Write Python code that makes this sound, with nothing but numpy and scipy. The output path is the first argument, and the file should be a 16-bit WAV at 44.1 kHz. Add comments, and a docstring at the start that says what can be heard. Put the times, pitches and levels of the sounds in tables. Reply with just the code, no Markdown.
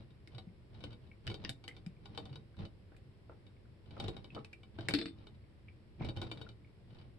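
"""A die-cast model crane, wound by hand with a small key in short turns, on a table in a quiet room.
Heard close, through a camera's microphone. The winch slips in clicks that ring the metal body; the
fingers rub, bump and faintly squeak. The key snaps in its socket, and once it snaps free so that the
chassis rattles on its outriggers. Light taps and small ticks come mostly during the turns."""
import sys
import numpy as np
from scipy import signal
from scipy.fft import rfft, irfft, next_fast_len
from scipy.io import wavfile
from scipy.ndimage import uniform_filter1d

SR = 44100
rng = np.random.default_rng(int(sys.argv[2]) if len(sys.argv) > 2 else 0)


def put_to_file(sound):
    """Save the sound as 16-bit audio at rate SR, in the file named by the first command-line argument."""
    columns = np.atleast_2d(sound).T  # one column per channel
    safe = np.clip(columns, -1, 1)
    whole_steps = np.round(safe * 32767)
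    wavfile.write(sys.argv[1], SR, whole_steps.astype(np.int16))


N = 316811
AGE = np.arange(SR // 2) / SR  # seconds since a blow
EASY_STROKE_DB, SCRAPE_GROWTH = -51.5, 0.78  # scrape and faint clicks gain 0.78 dB per dB of effort

# strokes of the fingers on the key: start_s, end_s, effort_db
STROKES = [(-.1, 0.06, -51.5), (0.288, 0.434, -58.5), (0.69, 0.987, -54), (0.974, 1.129, -66),
           (1.237, 1.359, -47), (1.356, 1.538, -52), (1.624, 1.853, -64.5), (1.967, 2.466, -55.5),
           (2.57, 2.676, -44), (3.83, 4.317, -52), (4.002, 4.109, -45), (4.308, 4.433, -52.5),
           (4.73, 4.952, -50), (5.102, 5.352, -61), (5.979, 6.132, -39), (6.13, 6.317, -45.5),
           (6.265, 6.532, -53.5), (6.85, 7.118, -58)]
# rumble of the hand through the table: frequency_hz, gain_db
RUMBLE_COLOUR = [(25, -15.5), (50, -9), (90, 0.5), (170, -6.5), (240, -12), (400, -20), (900, -35),
                 (3000, -59), (7000, -82)]
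# scrape of skin on the key: frequency_hz, gain_db
SCRAPE_COLOUR = [(150, 0), (330, 6), (600, 3), (1300, -2), (1800, -8), (2400, -5), (4000, -7), (5000, -18),
                 (6300, -36), (12000, -46)]
# room tone: frequency_hz, gain_db
AIR_COLOUR = [(15, -50), (25, -12), (82, -1), (104, -11), (183, -21.5), (298, -25.5), (340, -11.5),
              (367, -16), (429, -17.5), (797, -29.5), (1010, -29), (1300, -32.5), (2070, -31), (6130, -42),
              (12000, -50), (15600, -87), (22000, -120)]
# a dip in the room tone's treble: frequency_hz, gain_db
AIR_DIP = [(3500, -1.5), (5300, -0.5), (6200, -16), (6900, -11), (7700, -4), (12000, -4)]

# the clearest winch clicks: start_s, level_db
CLICKS = [(.1048, -63.5), (.3479, -52), (.382, -44.5), (.7439, -58.5), (0.8058, -54.5), (.839, -41.5),
          (.906, -57), (0.9299, -52.5), (1.2998, -42), (1.3144, -45), (1.3427, -42), (1.44, -48),
          (1.64, -48.5), (1.7658, -52), (2.0569, -48), (2.149, -53), (2.1755, -37), (2.255, -49),
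          (2.328, -53), (2.357, -46.5), (2.5675, -59.5), (2.5907, -73), (2.6524, -49), (3.4664, -59),
          (3.908, -53.5), (3.9996, -36), (4.041, -43), (4.082, -37), (4.1661, -46.5), (4.244, -49),
          (4.348, -45), (4.6329, -53.5), (4.787, -47.5), (4.808, -47), (4.9076, -37), (5.2689, -51.5),
          (6.047, -42.5), (6.0872, -40), (6.1644, -48), (6.172, -44.5), (6.2163, -38), (6.2292, -46.5),
          (6.267, -52.5), (6.3144, -37.5), (6.3738, -49.5), (6.414, -43.5), (6.49, -50), (6.9059, -63),
          (6.986, -58)]
# first crack of a click: frequency_hz, gain_db
CLICK_COLOUR = [(300, -37), (1000, 12.5), (1800, -4.5), (3000, 7.5), (4200, 7), (5000, -3.5), (6200, -20.5),
                (12000, -35)]
# ring of the winch housing: pitch_hz, level_db, t60_s
WINCH_MODES = [(1470, -2, 0.059), (2295, -0.5, 0.071), (3027, 2.5, 0.083), (2860, -9.5, 0.029),
               (3060, -50, .08), (3755, -2.5, 0.05), (3680, 1, 0.1), (3790, 2.5, 0.079), (3667, -9, 0.067),
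               (4590, -11, .09), (4560, -3, 0.062), (4770, -11, 0.077)]
# ring of the model on its table top: pitch_hz, level_db, t60_s
BODY_MODES = [(81, -17, 0.95), (191.4, -11, 0.049), (271.7, -3, 0.23), (330, 1, 0.31), (427.6, -2.5, 0.32),
              (512.5, -7, 0.36), (530, -14.5, 0.1), (666, -12.5, 0.23), (769.7, -5.5, 0.25),
              (820, -8, 0.035), (1090, -12.5, 0.035), (1253, -7.5, 0.04)]
# dull knock of the hollow body: frequency_hz, gain_db
HOLLOW_COLOUR = [(100, -15.5), (200, -7), (320, 3.5), (480, 3.5), (730, 0.5), (1300, -11.5), (2500, -20.5),
                 (6000, -56.5)]
# bright edge of a hard contact: frequency_hz, gain_db
EDGE_COLOUR = [(3000, -52), (6300, -12.5), (7300, -2.5), (8700, -0.5), (10000, -9.5), (11300, -13),
               (12500, -3)]
# the key snaps in its socket: start_s, level_db, edge_db, ping_hz
SNAPS = [(0.2745, -53.5, -72.5, 2150), (1.268, -41, -60.5, 2980), (1.276, -36, -73, 2965),
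         (1.4484, -35, -80, 2850), (1.493, -35, -49.5, 3700), (1.679, -41.5, -57.5, 3030),
         (1.8629, -52, -67, 2400), (2.965, -61, -74.5, 2478), (4.4466, -49, -68.5, 2560),
         (4.53, -53, -69.5, 2560), (4.8855, -27.5, -44, 2270)]
# first crack of a snap: frequency_hz, gain_db
SNAP_COLOUR = [(300, 4.5), (1000, -26), (1600, 1), (2400, -1), (3400, -8.5), (4800, -2), (6200, -23.5),
               (12000, -104)]

# the fingers bump the model: start_s, level_db, pitch_hz
BUMPS = [(.342, -41.5, 121), (.47, -39, 172.6), (.895, -45, 111), (1.277, -34, 100), (1.303, -53, 100.2),
         (1.493, -40.5, 135), (1.865, -33.5, 170.3), (2.309, -38, 136.7), (2.585, -46, 42.9),
         (2.6, -44, 82.4), (2.592, -37, 162), (2.617, -40.5, 162.8), (4.045, -42, 100), (4.376, -45.5, 330),
         (4.787, -40, 106), (4.89, -34, 169), (6.003, -33, 156), (6.166, -31.5, 97), (6.22, -42, 254.5)]
# small pitched ticks: start_s, level_db, pitch_hz
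TICKS = [(1.114, -49, 2265), (1.449, -40, 1850), (1.687, -41.5, 2040), (1.711, -45, 2120),
         (4.303, -47, 2570), (4.531, -42, 2365), (5.683, -48.5, 2325), (6.002, -48.5, 2305),
         (6.02, -48, 2150), (6.035, -44.5, 2260), (6.464, -48, 1414), (6.646, -56, 2250)]
# light taps on the body: start_s, level_db, pitch_hz
TAPS = [(2.176, -45, 780), (2.919, -59, 1475), (3.295, -51.5, 1370), (3.317, -56, 1340),
        (3.967, -47.5, 1271), (4.3635, -42.5, 1120), (4.376, -46.5, 1258), (4.786, -43.5, 1546),
        (4.886, -37.5, 1553), (6.008, -43.5, 950)]

# the chassis rocks on the table and settles: start_s, level_db
BOUNCES = [(4.9377, -23.5), (4.948, -30), (4.9871, -31.5), (5.0129, -34.5), (5.023, -43), (5.057, -37.5),
           (5.082, -48)]
# first crack of an outrigger: frequency_hz, gain_db
BOUNCE_COLOUR = [(300, 8.5), (1000, -2), (1500, 5.5), (2300, 8.5), (3200, 4.5), (4400, 11), (5200, -4),
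                 (6200, -31), (12000, -46)]
# ring of the whole chassis and boom: pitch_hz, level_db, t60_s
CHASSIS_MODES = [(1500, -9, .12), (2056, -9, .15), (2256, -7, .12), (2329, -9, .15), (2449, -9, .15),
                 (2650, -10, .17), (3031, -8, .14), (3542, -2, .19), (3650, -2, .19), (3850, -6, .12),
                 (4048, -3, .15), (4274, -5, .14), (4360, -1, .17), (4662, -4, .14), (5063, -11, .12)]
# thud of the outriggers on the table: pitch_hz, level_db, t60_s
THUD_MODES = [(187, -15, 0.29), (252, -3.5, 0.1), (280.5, -0.5, 0.13), (327, -4, 0.19), (367, -11.5, 0.16),
              (453, -9, 0.11), (656, -20.5, 0.068)]

# noise around a damped resonance: pitch_ratio, gain_db
SKIRT = [(1 / 3, -40), (1 / 1.3, -14), (1, 0), (1.3, -14), (2, -40), (8, -80)]
# unequal colour of the microphone's two sides: frequency_hz, left_minus_right_db
BALANCE = [(35, -8.5), (90, 0), (300, 2.5), (600, -0.5), (2500, 0), (3800, 5), (4600, 2.5), (5400, 21.5),
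           (6600, 8), (8200, 2), (9500, 2), (12000, -1.5)]
# likeness of the microphone's two channels: frequency_hz, correlation
LIKENESS = [(30, 0.33), (90, 0.79), (200, 1), (500, 0.35), (1500, 0.037), (5000, 0.013)]


def undb(db):
    """Decibels to gain."""
    return 10 ** (np.asarray(db) / 20)


def along(points, hz):
    """Read (Hz, value) points on a log-frequency axis."""
    point_hz, values = np.transpose(points)
    return np.interp(np.log(hz + 1), np.log(point_hz), values)


def colour(x, points):
    """Minimum-phase filter with the given (Hz, dB) response."""
    n = 2 * next_fast_len(x.shape[-1])
    gain = undb(along(points, np.arange(n // 2 + 1) * SR / n))
    cepstrum = irfft(np.log(gain))
    cepstrum[1:n // 2] *= 2
    cepstrum[n // 2 + 1:] = 0
    return irfft(rfft(x, n) * np.exp(rfft(cepstrum)))[..., :x.shape[-1]]


def unit(x):
    """Scale to rms 1."""
    return x / np.sqrt(np.mean(x ** 2))


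def unit_attack(x):
    """Scale a blow to rms 1 over its first 23 ms."""
    return x / np.sqrt(np.mean(x[:, :1024] ** 2))


def fade(t60):
    """Decay by 60 dB in t60 seconds."""
    return np.exp(-np.log(1000) * AGE / t60)


def stereo_noise(size):
    """Noise at the microphone: alike on both sides in the bass, unrelated in the treble."""
    mid, side = rfft(rng.standard_normal((2, size)), 2 * next_fast_len(size // 2 + 1))
    likeness = np.clip(along(LIKENESS, np.linspace(0, SR / 2, len(mid))), -1, 1)
    mid, side = mid * np.sqrt(1 + likeness), side * np.sqrt(1 - likeness)
    return unit(irfft(np.array([mid + side, mid - side]))[:, :size])


def add(out, start_s, x):
    """Mix x in at start_s."""
    i = max(int(start_s * SR), 0)
    out[:, i:i + x.shape[1]] += x[:, :max(N - i, 0)]


def ring(modes, scatter_db, detune):
    """Damped modes; each blow shares its force differently among them."""
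    hz, db, t60 = np.transpose(modes)[:, :, None]
    size, drift, sign, skew = rng.standard_normal((4, len(modes), 1))
    strength = np.sign(sign) * undb(db + scatter_db * size)
    waves = strength * fade(t60) * np.exp(2j * np.pi * hz * (1 + detune * drift) * AGE)
    turn = np.exp(1j * skew * np.minimum(hz / 1100, .7))  # high modes reach the two sides out of step
    return unit_attack(np.array([(waves * turn).sum(0).imag, (waves / turn).sum(0).imag]))


def crack(points, t60, tail_db, tail_t60):
    """The contact itself: a noise burst and a short wash of dense small-part modes."""
    noise = stereo_noise(len(AGE)) + 0.41 * rng.standard_normal(len(AGE))
    envelope = fade(t60) + undb(tail_db) * fade(tail_t60)
    return unit_attack(colour(noise * envelope, points))


def pips(rows, rise_cycles=4, grit=.7, ring_db=-16, ring_t60=.07, gain_db=0):
    """Each touch swells one resonance for a few cycles and leaves a faint ring; noise roughens it."""
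    out = np.zeros((2, N))
    for start_s, db, hz in rows:
        push = AGE * hz / rise_cycles
        envelope = push * np.exp(1 - push) + undb(ring_db) * fade(ring_t60) * (1 - np.exp(-push))
        skirt = [(ratio * hz, gain) for ratio, gain in SKIRT]
        roughness = unit(colour(stereo_noise(len(AGE)), skirt))
        pip = envelope * (np.sin(2 * np.pi * hz * AGE) + grit * roughness)
        add(out, start_s, undb(db + gain_db) * pip / np.abs(pip).max())
    return out


def room_tone(level_db=-62.5, sway_db=1.0, sway_hz=5):
    """Still air all round the microphone; its low rumble sways a little."""
    noise = undb(level_db) * unit(colour(colour(stereo_noise(N), AIR_COLOUR), AIR_DIP))
    low = signal.sosfiltfilt(signal.butter(2, 300, fs=SR, output="sos"), noise)
    steps = np.linspace(0, N / SR, int(sway_hz * N / SR) + 2)
    sway = np.interp(np.arange(N) / SR, steps, rng.standard_normal(len(steps)))
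    return noise + (undb(sway_db * sway) - 1) * low


def swells(t):
    """Rise and fall of the strokes at times t, from 0 to 1, one row a stroke."""
    start, end, _ = np.transpose(STROKES)[:, :, None]
    return np.sin(np.pi * np.clip((t - start) / (end - start), 0, 1))


def finger_rub(hold_db=-61, rumble_db=-2, scrape_db=-62, contacts=10, slips_per_s=50, spread_db=6):
    """Skin drags on the key: each stroke swells a rumble through the table and a crackly scrape."""
    effort = np.transpose(STROKES)[2, :, None]
    swell = swells(np.arange(N) / SR)
    rumble_gain = undb(hold_db) + (undb(effort + rumble_db) * swell).sum(0)  # a resting hand trembles
    scrape_gain = (undb(scrape_db + SCRAPE_GROWTH * (effort - EASY_STROKE_DB)) * swell).sum(0)
    scrape = 0
    for _ in range(contacts):  # each point of skin sticks and slips with a colour of its own
        slips = rng.random(N) < slips_per_s / SR
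        force = slips * undb(spread_db * np.minimum(rng.exponential(size=N), 2))
        grain = crack(SCRAPE_COLOUR, t60=.022, tail_db=-4, tail_t60=.053)
        scrape += signal.fftconvolve(force[None], grain, axes=1)[:, :N]
    rumble = colour(stereo_noise(N), RUMBLE_COLOUR)
    return rumble_gain * unit(rumble) + scrape_gain * unit(scrape)


def grip(t, rest_db=-64):
    """How hard the fingers press at times t, in dB above an easy stroke."""
    effort = np.transpose(STROKES)[2, :, None]
    pressure = undb(rest_db) + (undb(effort) * swells(t)).sum(0)
    return 20 * np.log10(pressure) - EASY_STROKE_DB


def faint_clicks(count=30, level_db=-58, spread_db=2.5):
    """The winch also slips faintly, at uneven steps while the key turns: rows of start_s, level_db."""
    start, end, _ = np.transpose(STROKES)
    turned_s = np.cumsum(end - start)
    place, size = rng.random((count, 2)).T
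    slip_s = turned_s[-1] * (np.arange(count) + place) / count
    stroke = np.searchsorted(turned_s, slip_s)
    start_s = end[stroke] - (turned_s[stroke] - slip_s)
    db = level_db + SCRAPE_GROWTH * grip(start_s) + spread_db * (2 * size - 1)
    return list(zip(start_s, db))


def winch_clicks(firm_db=-42, hardening=.13, coupling=.37, max_grip_db=12):
    """Each slip rings the housing; hard slips are brighter, and a firm grip passes more to the body."""
    out = np.zeros((2, N))
    for start_s, db in CLICKS + faint_clicks():
        edge_db = db + hardening * (db - firm_db)
        body_db = db + coupling * min(grip(start_s)[0], max_grip_db)
        click = undb(db - 15) * crack(CLICK_COLOUR, t60=.052, tail_db=3, tail_t60=.063)
        click += undb(db - 12) * ring(WINCH_MODES, scatter_db=3.5, detune=.012)
        click += undb(body_db - 10.5) * ring(BODY_MODES, scatter_db=4, detune=.04) * fade(.45)
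        click += undb(body_db - 16) * crack(HOLLOW_COLOUR, t60=.047, tail_db=-6.5, tail_t60=.11)
        click += undb(edge_db - 28) * crack(EDGE_COLOUR, t60=.038, tail_db=-2, tail_t60=.13)
        add(out, start_s, click)
    return out


def finger_squeaks(count=14, level_db=-61, spread_db=2.5, centre_hz=1993):
    """The fingers squeak very faintly at random moments, pitched within one octave."""
    place, size, pitch = rng.random((count, 3)).T
    start_s = (np.arange(count) + place) / count * N / SR
    db = level_db + spread_db * (2 * size - 1)
    return pips(zip(start_s, db, centre_hz * 2 ** (pitch - .5)))


def key_snaps():
    """The key snaps in its socket, hard and bright, and rings the housing and body."""
    out = np.zeros((2, N))
    for start_s, db, edge_db, _ in SNAPS:
        snap = undb(db - 12) * crack(SNAP_COLOUR, t60=.0053, tail_db=-15, tail_t60=.07)
        snap += undb(db - 20) * ring(WINCH_MODES, scatter_db=0, detune=.0014)
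        snap += undb(db - 15) * ring(BODY_MODES, scatter_db=6, detune=.028) * fade(.19)
        snap += undb(edge_db - 1) * crack(EDGE_COLOUR, t60=.0033, tail_db=22, tail_t60=.057)
        add(out, start_s, snap)
    return out


def key_pings():
    """The key gives one short pitched ping with each snap."""
    return pips([(start_s, db, hz) for start_s, db, _, hz in SNAPS], gain_db=2.5)


def finger_bumps():
    """The fingers bump the model: soft, low thumps."""
    return pips(BUMPS, rise_cycles=1.1, grit=.25, ring_db=-12, ring_t60=.13, gain_db=-2.5)


def small_ticks():
    """Small pitched ticks, mostly during the turns, a few in the pauses."""
    return pips(TICKS, rise_cycles=5, grit=.5, gain_db=-1)


def body_taps():
    """A light tap gives a short hollow knock in the body, with no bright crack."""
    out = np.zeros((2, N))
    for start_s, db, _ in TAPS:
        tap = undb(db - 7) * ring(BODY_MODES, scatter_db=3, detune=.03) * fade(.25)
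        tap += undb(db - 7) * crack(HOLLOW_COLOUR, t60=.071, tail_db=-7, tail_t60=.11)
        add(out, start_s, tap)
    return out


def tap_tones():
    """The brief pitched part of each tap."""
    return pips(TAPS, gain_db=-1.5)


def chassis_rattle(firm_db=-23, hardening=1.1):
    """The outriggers bounce: the table thuds and the cast metal rings; weak bounces are duller."""
    out = np.zeros((2, N))
    for start_s, db in BOUNCES:
        edge_db = db + hardening * (db - firm_db)
        bounce = undb(db - 12) * crack(BOUNCE_COLOUR, t60=.022, tail_db=-3, tail_t60=.092)
        bounce += undb(db - 19) * ring(CHASSIS_MODES, scatter_db=2, detune=.001)
        bounce += undb(db - 9) * ring(THUD_MODES, scatter_db=2, detune=.01)
        bounce += undb(edge_db - 25) * crack(EDGE_COLOUR, t60=.016, tail_db=-5, tail_t60=.11)
        add(out, start_s, bounce)
    return out


def zing(start_s=4.945, length_s=.18, pitch_hz=8130, wobble_hz=160, level_db=-66):
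    """A thin high ring swells and dies while the chassis rattles."""
    out = np.zeros((2, N))
    window = int(SR / wobble_hz / 2)
    noise = rng.standard_normal((2, len(AGE)))
    wobble = unit(uniform_filter1d(uniform_filter1d(noise, window), window))
    swell = np.sin(np.pi * np.minimum(AGE / length_s, 1))
    add(out, start_s, undb(level_db) * swell * wobble * np.sin(2 * np.pi * pitch_hz * AGE))
    return out


def room(direct, wet_db, t60, low_t60=.35, build_s=.0027):
    """A small furnished room heard near the source: direct sound leads, and the bass lingers longest."""
    tail = stereo_noise(len(AGE)) * fade(t60)
    tail += colour(stereo_noise(len(AGE)), [(300, -.5), (1200, -5), (5000, -60)]) * fade(low_t60)
    tail *= 1 - np.exp(-AGE / build_s)
    tail /= np.sqrt(np.sum(tail ** 2) / 2)
    return direct + undb(wet_db) * signal.fftconvolve(direct, tail, axes=1)[:, :N]


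def microphone_ports(stereo):
    """The microphone's two ports colour the sound differently; the left is brighter around 4-7 kHz."""
    left = colour(stereo[0], [(hz, db / 2) for hz, db in BALANCE])
    right = colour(stereo[1], [(hz, -db / 2) for hz, db in BALANCE])
    return np.array([left, right])


def scene():
    """The model close by in the still room; its squeaks, pings and ticks carry more of the room."""
    model = finger_bumps() + winch_clicks() + key_snaps() + chassis_rattle()
    model += body_taps() + zing() + finger_rub()
    model = microphone_ports(room(model, wet_db=-11, t60=.15))
    pitched = finger_squeaks() + key_pings() + tap_tones() + small_ticks()
    return model + room(pitched, wet_db=-6.5, t60=.14) + room_tone()


def record(dry, top_hz=11850):
    """The camera cuts the top treble steeply."""
    return signal.sosfilt(signal.ellip(8, .2, 60, top_hz, fs=SR, output="sos"), dry)


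dry = scene()
out = record(dry)
put_to_file(out)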